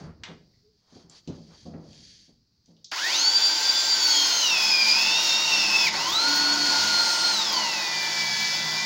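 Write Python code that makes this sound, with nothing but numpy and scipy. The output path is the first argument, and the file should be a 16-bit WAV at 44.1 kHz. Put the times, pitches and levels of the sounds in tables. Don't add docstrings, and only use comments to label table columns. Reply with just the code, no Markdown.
import sys
import numpy as np
from scipy import signal
from scipy.fft import rfft, irfft
from scipy.io import wavfile
from scipy.ndimage import uniform_filter1d

SR = 44100
rng = np.random.default_rng(int(sys.argv[2]) if len(sys.argv) > 2 else 0)


def generate_wav(sig):
    pcm = np.round(np.clip(np.atleast_2d(sig).T, -1, 1) * 32767).astype(np.int16)
    wavfile.write(sys.argv[1], SR, pcm)


N = 390285
TIME = np.arange(N) / SR

SLOTS = 15
MESH_1, MESH_1B, MESH_2, MESH_SUM = 11.085, 11.67, 22.73, 33.8
START_S, UP_TO_SPEED_S, REVERSE_S = 2.915, 3.3, 5.92
FREE_HZ, RETURN_HZ = 4720, 4200
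FULL_SAG = .28

# frequency_hz, gain_db
ROOM_COLOUR = [(30, -14), (70, -7), (160, -13), (480, -28), (3200, -32), (4660, -12), (6000, -24),
               (7600, -38), (8500, -46), (13500, -46), (15000, -36)]
# centre_hz, width_hz, gain_db
ROOM_MODES = [(290.7, 11, 13.5), (155, 10, 12.5), (217, 17, 14.5)]


def undb(db):
    return 10 ** (np.asarray(db) / 20)


def unit(x):
    return x / np.sqrt(np.mean(x ** 2))


def noise(n=N):
    return rng.standard_normal(n)


def curves(table, off=-120):
    s, *columns = np.transpose(table)
    return [np.interp(TIME, s, c, off, off if s[-1] < TIME[-1] - .01 else c[-1]) for c in columns]


def bell(peak_s, half_s):
    return np.exp(-((TIME - peak_s) / half_s) ** 2)


def swells(table):
    return sum(undb(db) * bell(s, half_s) for s, db, half_s in table)


def response(f, points, peaks=()):
    point_hz, point_db = np.transpose(points)
    db = np.interp(np.log(f + 1), np.log(point_hz), point_db)
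    return db + sum(gain / (1 + (2 * (f - hz) / width) ** 2) for hz, width, gain in peaks)


def colour(x, points, peaks=()):
    gain = undb(response(np.fft.rfftfreq(N, 1 / SR), points, peaks))
    return unit(irfft(rfft(x) * gain, N))


def band(x, lo_hz, hi_hz):
    return signal.sosfilt(signal.butter(2, [lo_hz, hi_hz], "bandpass", fs=SR, output="sos"), x)


def walk(per_s):
    hold = int(SR / per_s)
    steps = np.repeat(rng.standard_normal(N // hold + 1), hold)
    return 1.32 * uniform_filter1d(uniform_filter1d(steps, hold), hold)[:N]


def add(out, start_s, x):
    i = int(start_s * SR)
    out[i:i + len(x)] += x[:N - i]


def room(x, wet_db, t60_s=0.35):
    t = TIME[:SR // 2]
    echo = noise(len(t)) * 1000 ** (-t / t60_s) * (t > .003)
    echo = signal.sosfilt(signal.butter(2, 6500, fs=SR, output="sos"), echo)
    echo = echo / np.sqrt(np.sum(echo ** 2)) * undb(wet_db)
    echo[0] = 1
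    return signal.fftconvolve(x, echo)[:N]


def room_tone(tool, halved_at_db=-45):
    background = colour(noise(), ROOM_COLOUR) * undb(-70 + 1.5 * walk(6))
    loudness = uniform_filter1d(abs(tool), SR // 10)
    return background / (1 + loudness / undb(halved_at_db))


def shuffle():
    # time_s, level_db
    shifts = [(0.0, -45.5), (0.18, -56.5), (0.74, -71.5), (1.41, -66), (1.78, -52), (2.1, -62), (2.43, -71),
              (2.92, -75)]
    # peak_s, level_db, half_length_s
    scrapes = [(.03, -52.5, 0.1), (.3, -51.5, 0.055), (.97, -66.5, 0.11), (1.15, -64.5, 0.05),
               (1.33, -61, 0.053), (1.53, -63, 0.043), (1.79, -67, 0.17)]
    # peak_s, level_db, half_length_s
    rustles = [(0, -57.5, 0.078), (0.81, -76, 0.075), (0.973, -58, 0.074), (1.125, -56, 0.02),
               (1.173, -53.5, 0.03), (1.36, -62.5, 0.11), (1.6, -57, 0.12), (1.98, -55.5, 0.12),
               (2.14, -54, 0.14), (2.695, -71, 0.048)]
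    # frequency_hz, gain_db
    cloth_colour = [(880, -50), (1500, -25), (1690, -19), (2730, -19), (4650, -8), (6700, -15), (8100, -34),
                    (10000, -40), (12000, -48), (15600, -59), (22000, -120)]
    # centre_hz, width_hz, gain_db
    cloth_peaks = [(3250, 120, 8), (4610, 300, 6.5), (6240, 200, 4), (8490, 120, 9), (9600, 420, 13)]
    # time_s, pitch_hz, level_db
    creak_path = [(.62, 404, -84), (.65, 410, -64), (.7, 435, -65), (.74, 425, -69), (.77, 398, -83)]
    rumble = unit(band(band(noise(), 40, 208), 35, 450)) * undb(curves(shifts)[0] + 2.6 * walk(25.4))
    scrape = unit(band(noise(), 290, 1350)) * swells(scrapes) * undb(1.5 * walk(40.3))
    cloth = colour(noise() * undb(1.1 * walk(120)), cloth_colour, cloth_peaks) * swells(rustles)
    creak_hz, creak_db = curves(creak_path)
    creak_phase = 2 * np.pi * np.cumsum(creak_hz) / SR
    creak = undb(creak_db + 3.7 * walk(41.5)) * np.sin(creak_phase + walk(60.3))
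    return rumble + scrape + creak + cloth


def thumps():
    # start_s, strength_db, pitch_hz, ring_t60_s
    blows = [(0.009, -30, 139.6, 0.54), (0.069, -34, 151.4, 0.38), (0.287, -29.5, 180, 0.43),
             (0.924, -38.5, 230, 0.28), (0.957, -32.5, 230, 0.22), (1.039, -41.5, 155, 0.48),
             (1.276, -18.5, 143.3, 0.31), (1.378, -32.5, 154, 0.43), (1.478, -40.5, 154, 0.53),
             (1.654, -27.5, 189.5, 0.67), (1.734, -29.5, 223, 0.69), (2.281, -44, 201, 0.22),
             (2.679, -44.5, 200, 0.56)]
    # pitch_hz, gain_db
    modes = [(82, -5), (156, 0), (215, 0), (243, -5), (270, -5.5), (296, -8), (350, -8.5), (441, -9.5),
             (497, -9), (641, -7.5), (780, -15), (870, -17), (975, -15)]
    octave_db, scatter_db = -6.5, 4
    out, t = np.zeros(N), TIME[:SR]
    phase_per_hz = 2 * np.pi * (t + 0.006 * (1 - np.exp(-t / 0.035)))
    attack = 1 - np.exp(-t / 0.0033)
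    chances = rng.standard_normal((len(blows), len(modes)))
    for (start_s, db, hz, t60), scatter in zip(blows, chances):
        thud = 0.86 * np.sin(hz * phase_per_hz) * 1000 ** (-t / t60 / .45)
        ring = 0
        for (mode_hz, mode_db), chance in zip(modes, scatter):
            gain = undb(mode_db + octave_db * abs(np.log2(mode_hz / hz)) + scatter_db * chance)
            decay = 1000 ** (-t * (mode_hz / hz) ** 0.25 / t60)
            ring += gain * np.sin(mode_hz * (1 + .015 * chance) * phase_per_hz) * decay
        rough = unit(band(band(noise(SR), hz * 0.4, hz * 2.65), 50, 880))
        tail = 0.65 * rough * 1000 ** (-t / t60 / 1.19)
        add(out, start_s, 0.22 * undb(db) * (thud + ring + tail) * attack)
    return out


def clicks(top_hz=7700):
    # start_s, peak_db, centre_hz, width_hz, decay_s
    snaps = [(0.235, -28, 3250, 5400, 0.0086), (0.535, -67, 2060, 500, .006),
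             (1.097, -41.5, 7500, 7000, 0.004), (1.275, -35.5, 4660, 4400, 0.0097),
             (1.739, -48, 1460, 1400, 0.009), (1.931, -42, 4500, 5000, .0015),
             (2.052, -44, 4400, 1500, .002), (2.6584, -53, 5460, 3500, .004),
             (2.766, -54, 4350, 2960, 0.0045), (2.844, -34.5, 5150, 3240, 0.0083),
             (2.918, -22.5, 2120, 3180, 0.01)]
    out, t = np.zeros(N), TIME[:SR // 5]
    for start_s, db, hz, width_hz, decay_s in snaps:
        edges = max(hz - width_hz / 2, 700), hz + width_hz / 2
        burst = band(band(noise(len(t)) * np.exp(-t / decay_s), *edges), *edges)
        burst = signal.sosfilt(signal.butter(6, top_hz, fs=SR, output="sos"), burst)
        add(out, start_s, undb(db) * burst / abs(burst).max())
    return out


def wall_shake():
    # time_s, deep_db, boom_db
    levels = [(2.92, -82, -72), (3.61, -84, -66), (4.3, -71, -51.5), (5.4, -69, -50.5), (6.1, -57, -45.5),
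              (6.95, -60, -50), (7.9, -75, -49), (8.85, -76, -49)]
    deep_db, boom_db = curves(levels, off=-83)
    deep = unit(band(noise(), 47, 136)) * undb(deep_db + 1.2 * walk(6))
    wall = band(band(noise(), 131, 241), 135, 264)
    boom = colour(wall, ROOM_COLOUR, ROOM_MODES) * undb(boom_db + 2 * walk(3.66))
    return (deep + boom) * (TIME > START_S)


def speed_control(pitch_hz=1990):
    # time_s, level_db
    levels = [(2.92, -55), (4, -53.5), (5.9, -45), (6, -42), (6.15, -48), (7.4, -49), (7.8, -37),
              (8.85, -35.5)]
    gain = undb(curves(levels)[0] + 1.8 * walk(20))
    return gain * np.sqrt(2) * np.sin(2 * np.pi * pitch_hz * TIME + .9 * walk(17))


def gear_rush(turns):
    # time_s, level_db, growl_db, fizz_db
    levels = [(2.915, -33.5, -22, -22), (3, -27, -10.5, -17), (3.1, -24.5, -10.5, -12),
              (3.27, -25.5, -11, -17), (4.2, -25, -10.5, -11), (4.6, -24.5, -10, -15),
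              (5.885, -23, -11.5, -16), (5.905, -38, -3, -34), (5.94, -26.5, -1, -35),
              (5.97, -27.5, -2.5, -19), (6.1, -26.5, -6, -11), (6.41, -25.5, -7, -19), (7.27, -24, -9, -17),
              (7.7, -28, -8, -16), (8.85, -28, -9.5, -15)]
    # frequency_hz, gain_db
    spectrum = [(60, -44), (200, -13.5), (600, -11), (1400, -2), (2500, -5.5), (4700, 1), (6700, -2),
                (8400, -22), (12200, -27), (14000, -18), (15800, -16)]
    # centre_hz, width_hz, gain_db
    housing = [(1062, 71, 8.5), (1180, 230, -12), (1497, 27, 4.5), (1680, 197, -6.5), (4550, 620, 6),
               (5230, 470, 2.5), (10110, 1460, 8), (14950, 470, 14), (15750, 210, 13), (878, 51, 7),
               (926.5, 31, 7)]
    level_db, growl_db, fizz_db = curves(levels)
    beat = np.cos(2 * np.pi * turns)
    gears = colour(noise() * (1 + 0.16 * beat), spectrum, housing)
    sparks = noise() * (1 + .5 * beat) * undb(1.4 * walk(13) + 2.2 * walk(40) + 2.6 * walk(400))
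    fizz = unit(band(colour(sparks, spectrum, housing), 6500, 18000))
    gear_bass = signal.sosfiltfilt(signal.butter(2, 1300, fs=SR, output="sos"), gears)
    rush = unit(band(gears - gear_bass, 250, 10640))
    growl = unit(band(band(colour(noise(), spectrum, housing), 227, 1540), 230, 4800))
    mix = rush * undb(1.2 * walk(12)) + growl * undb(growl_db + walk(10)) + fizz * undb(fizz_db)
    return mix * undb(level_db)


def rotor():
    # time_s, pitch_hz
    speed = [(2.92, 804), (2.96, 1276), (3.0, 1990), (3.1, 2846), (3.15, 3716), (3.2, 4220), (3.26, 4520),
             (3.36, 4673), (3.6, 4724), (3.92, 4710), (4.15, 4412), (4.4, 4187), (4.57, 3416), (4.68, 3375),
             (4.87, 3200), (5.1, 3576), (5.25, 3786), (5.33, 3668), (5.42, 3730), (5.57, 3650),
             (5.67, 3480), (5.76, 3530), (5.862, 3427), (5.89, 2352), (5.92, 394.5), (5.96, 2453),
             (6.11, 3314), (6.15, 3855), (6.2, 4110), (6.28, 4350), (6.62, 4386), (6.67, 4326),
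             (6.85, 4317), (6.97, 4250), (7.15, 4238), (7.31, 4260), (7.47, 3452), (7.57, 3057),
             (7.7, 2717), (7.8, 2510), (7.97, 2372), (8.3, 2293), (8.85, 2367)]
    slot_hz = curves(speed, off=0)[0]
    strain = np.clip((1 - slot_hz / FREE_HZ) / FULL_SAG, 0, 1) * (TIME < REVERSE_S)
    trembling_hz = slot_hz * (1 + (.0015 + .004 * strain) * walk(45))
    return slot_hz, strain, np.cumsum(trembling_hz) / SLOTS / SR


def whine(slot_hz, strain, turns):
    # cycles_per_turn, press_db, return_db, full_load_gain_db, waver_db, flicker_db, play_rad
    tones = [(1, -31.5, -27.5, 1, 3, 1.5, 0.23), (5, -31, -22, -0.5, 0.3, 1.5, 0.43),
             (10, -35.5, -49, -5, 0.5, 3.5, -0.1), (SLOTS, -29, -27.5, 0.5, 0.41, 1.8, 0.19),
             (2 * SLOTS, -45, -35.5, -1, 0.91, 2.3, 0.1499), (40, -54, -45.5, 1, 5.5, 6, -0.3),
             (3 * SLOTS, -45, -39, 0, 2, 2, .2), (MESH_1, -33, -38.5, 13.1, 1.5, 2.2, 0.28),
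             (MESH_1B, -41.5, -47, 13, 3, 3, 0.63), (2 * MESH_1, -35.5, -43, 4.6, 1.2, 2.5, 0.45),
             (MESH_2, -30.5, -38, 3.3, 1, 2, 0.45), (2 * MESH_1B, -48.5, -50.5, 4, 3, 9.4, 0.84),
             (MESH_SUM, -47, -47.5, 1.5, 2.6, 4.2, 0.37)]
    # frequency_hz, gain_db
    path = [(150, -31), (230, -41), (320, -27), (760, -37), (900, -20), (1060, -15), (1190, -22),
            (1400, -10.5), (2000, -11), (2600, -8.5), (3300, -7.5), (3750, -3.5), (4100, -2.5), (4650, 1.5),
            (5000, -1.5), (5600, -4.5), (7000, -9.5), (8450, -14), (8900, -27), (14000, -27)]
    # peak_s, cycles_per_turn, gain_db, half_length_s
    accents = [(3, 1, -16, .12), (2.96, MESH_1, 10, .03), (3.062, MESH_1, 8, 0.045),
               (3.08, MESH_2, -11, 0.066), (3.08, 2 * MESH_1, -8, .07), (3.04, SLOTS, -7, .06),
               (3.15, SLOTS, 4, 0.017), (3.23, MESH_1, -8, .045), (3.24, MESH_1B, -15, .1),
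               (3.2, MESH_2, 8.5, 0.026), (3.26, SLOTS, 9, 0.043), (3.362, SLOTS, 10.5, 0.024),
               (3.457, SLOTS, 8.5, 0.026), (3.9, SLOTS, 8, 0.035), (3.7, SLOTS, 8.5, .015),
               (4.1, 2 * MESH_1, 8, 0.19), (4.37, MESH_2, 4, 0.17), (4.1, SLOTS, 5.5, 0.12),
               (4.201, MESH_1, 11.5, 0.061), (4.43, MESH_1, 7.5, 0.062), (4.5, SLOTS, 1, 0.037),
               (4.9, SLOTS, -9, 0.076), (5.169, SLOTS, 9, .04), (5.353, SLOTS, 7, 0.089),
               (5.35, 2 * SLOTS, 9, 0.14), (5.5, MESH_1, 4.5, 0.11), (4.8, MESH_2, 1, .15),
               (5.77, MESH_2, 2, .08), (5.7, SLOTS, -5, 0.047), (5.885, MESH_2, -2, 0.019),
               (5.887, 2 * MESH_1, -7, 0.018), (5.884, 2 * MESH_1B, -8, .02), (5.875, MESH_1, 9, .01),
               (5.9, MESH_1, -25, 0.011), (6.07, MESH_2, -5, .07), (6.09, 5, 5, .06),
               (6.16, SLOTS, 6, 0.059), (6.36, 1, 3, 0.34), (6.5, SLOTS, 6.5, 0.12),
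               (6.85, SLOTS, -11, 0.025), (7.15, 2 * SLOTS, 5.5, .2), (7.47, MESH_2, 5, .1),
               (7.68, MESH_2, 6, 0.14), (7.66, 5, 5, 0.14), (7.4, 5, -6.5, 0.11),
               (7.75, 2 * SLOTS, -11, 0.22), (8.5, 2 * SLOTS, -4.5, .5), (8.2, MESH_2, -5, 0.6),
               (8.5, 2 * MESH_1, 10.5, 0.54), (8.23, MESH_1, 7.5, 0.57), (7.25, 1, -8, .25),
               (8.05, 1, -6, 0.14), (8.4, MESH_SUM, 8.5, 0.49), (7.6, 2 * MESH_1, 7, 0.074)]
    back = TIME > REVERSE_S
    load = np.minimum(strain, np.where(TIME < UP_TO_SPEED_S, 0.37, 1))
    stall_db = -32 * bell(REVERSE_S, 0.018) - 120 * (slot_hz < 1)
    rattle = 1 + uniform_filter1d(abs(np.gradient(slot_hz)) * SR, 2000) / 2500
    out = 0
    for per_turn, press_db, return_db, load_db, waver_db, flicker_db, play in tones:
        if per_turn > 20 and per_turn % 1:
            play = play * np.minimum(1.6 * rattle - .6, 6) * (1 + .4 * load)
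        if per_turn == MESH_1:
            play = play * (1 + 2 * back)
        db = np.where(back, return_db, press_db) + load_db * load + stall_db
        db += response(per_turn * slot_hz / SLOTS, path, ROOM_MODES)
        db += sum(gain * bell(s, half_s) for s, tone, gain, half_s in accents if tone == per_turn)
        if per_turn > 2 * SLOTS and per_turn % 1 == 0:
            db -= 110 * back * np.clip(1 - slot_hz / RETURN_HZ, 0, 1)
        db += waver_db * walk(9) + flicker_db * walk(42)
        out += undb(db) * np.sqrt(2) * np.sin(2 * np.pi * per_turn * turns + play * walk(250))
    return out


def scene():
    slot_hz, strain, turns = rotor()
    rush = room(gear_rush(turns) + wall_shake(), wet_db=-6.5) * undb(-2.5)
    tones = room(whine(slot_hz, strain, turns) + speed_control(), wet_db=-12)
    tool = rush + tones
    handling = room(clicks(), wet_db=-5) + thumps() + shuffle()
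    return np.tile(tool + handling + room_tone(tool), (2, 1))


def record(dry):
    return signal.sosfilt(signal.ellip(10, .2, 80, 15750, fs=SR, output="sos"), dry)


dry = scene()
out = record(dry)
generate_wav(out)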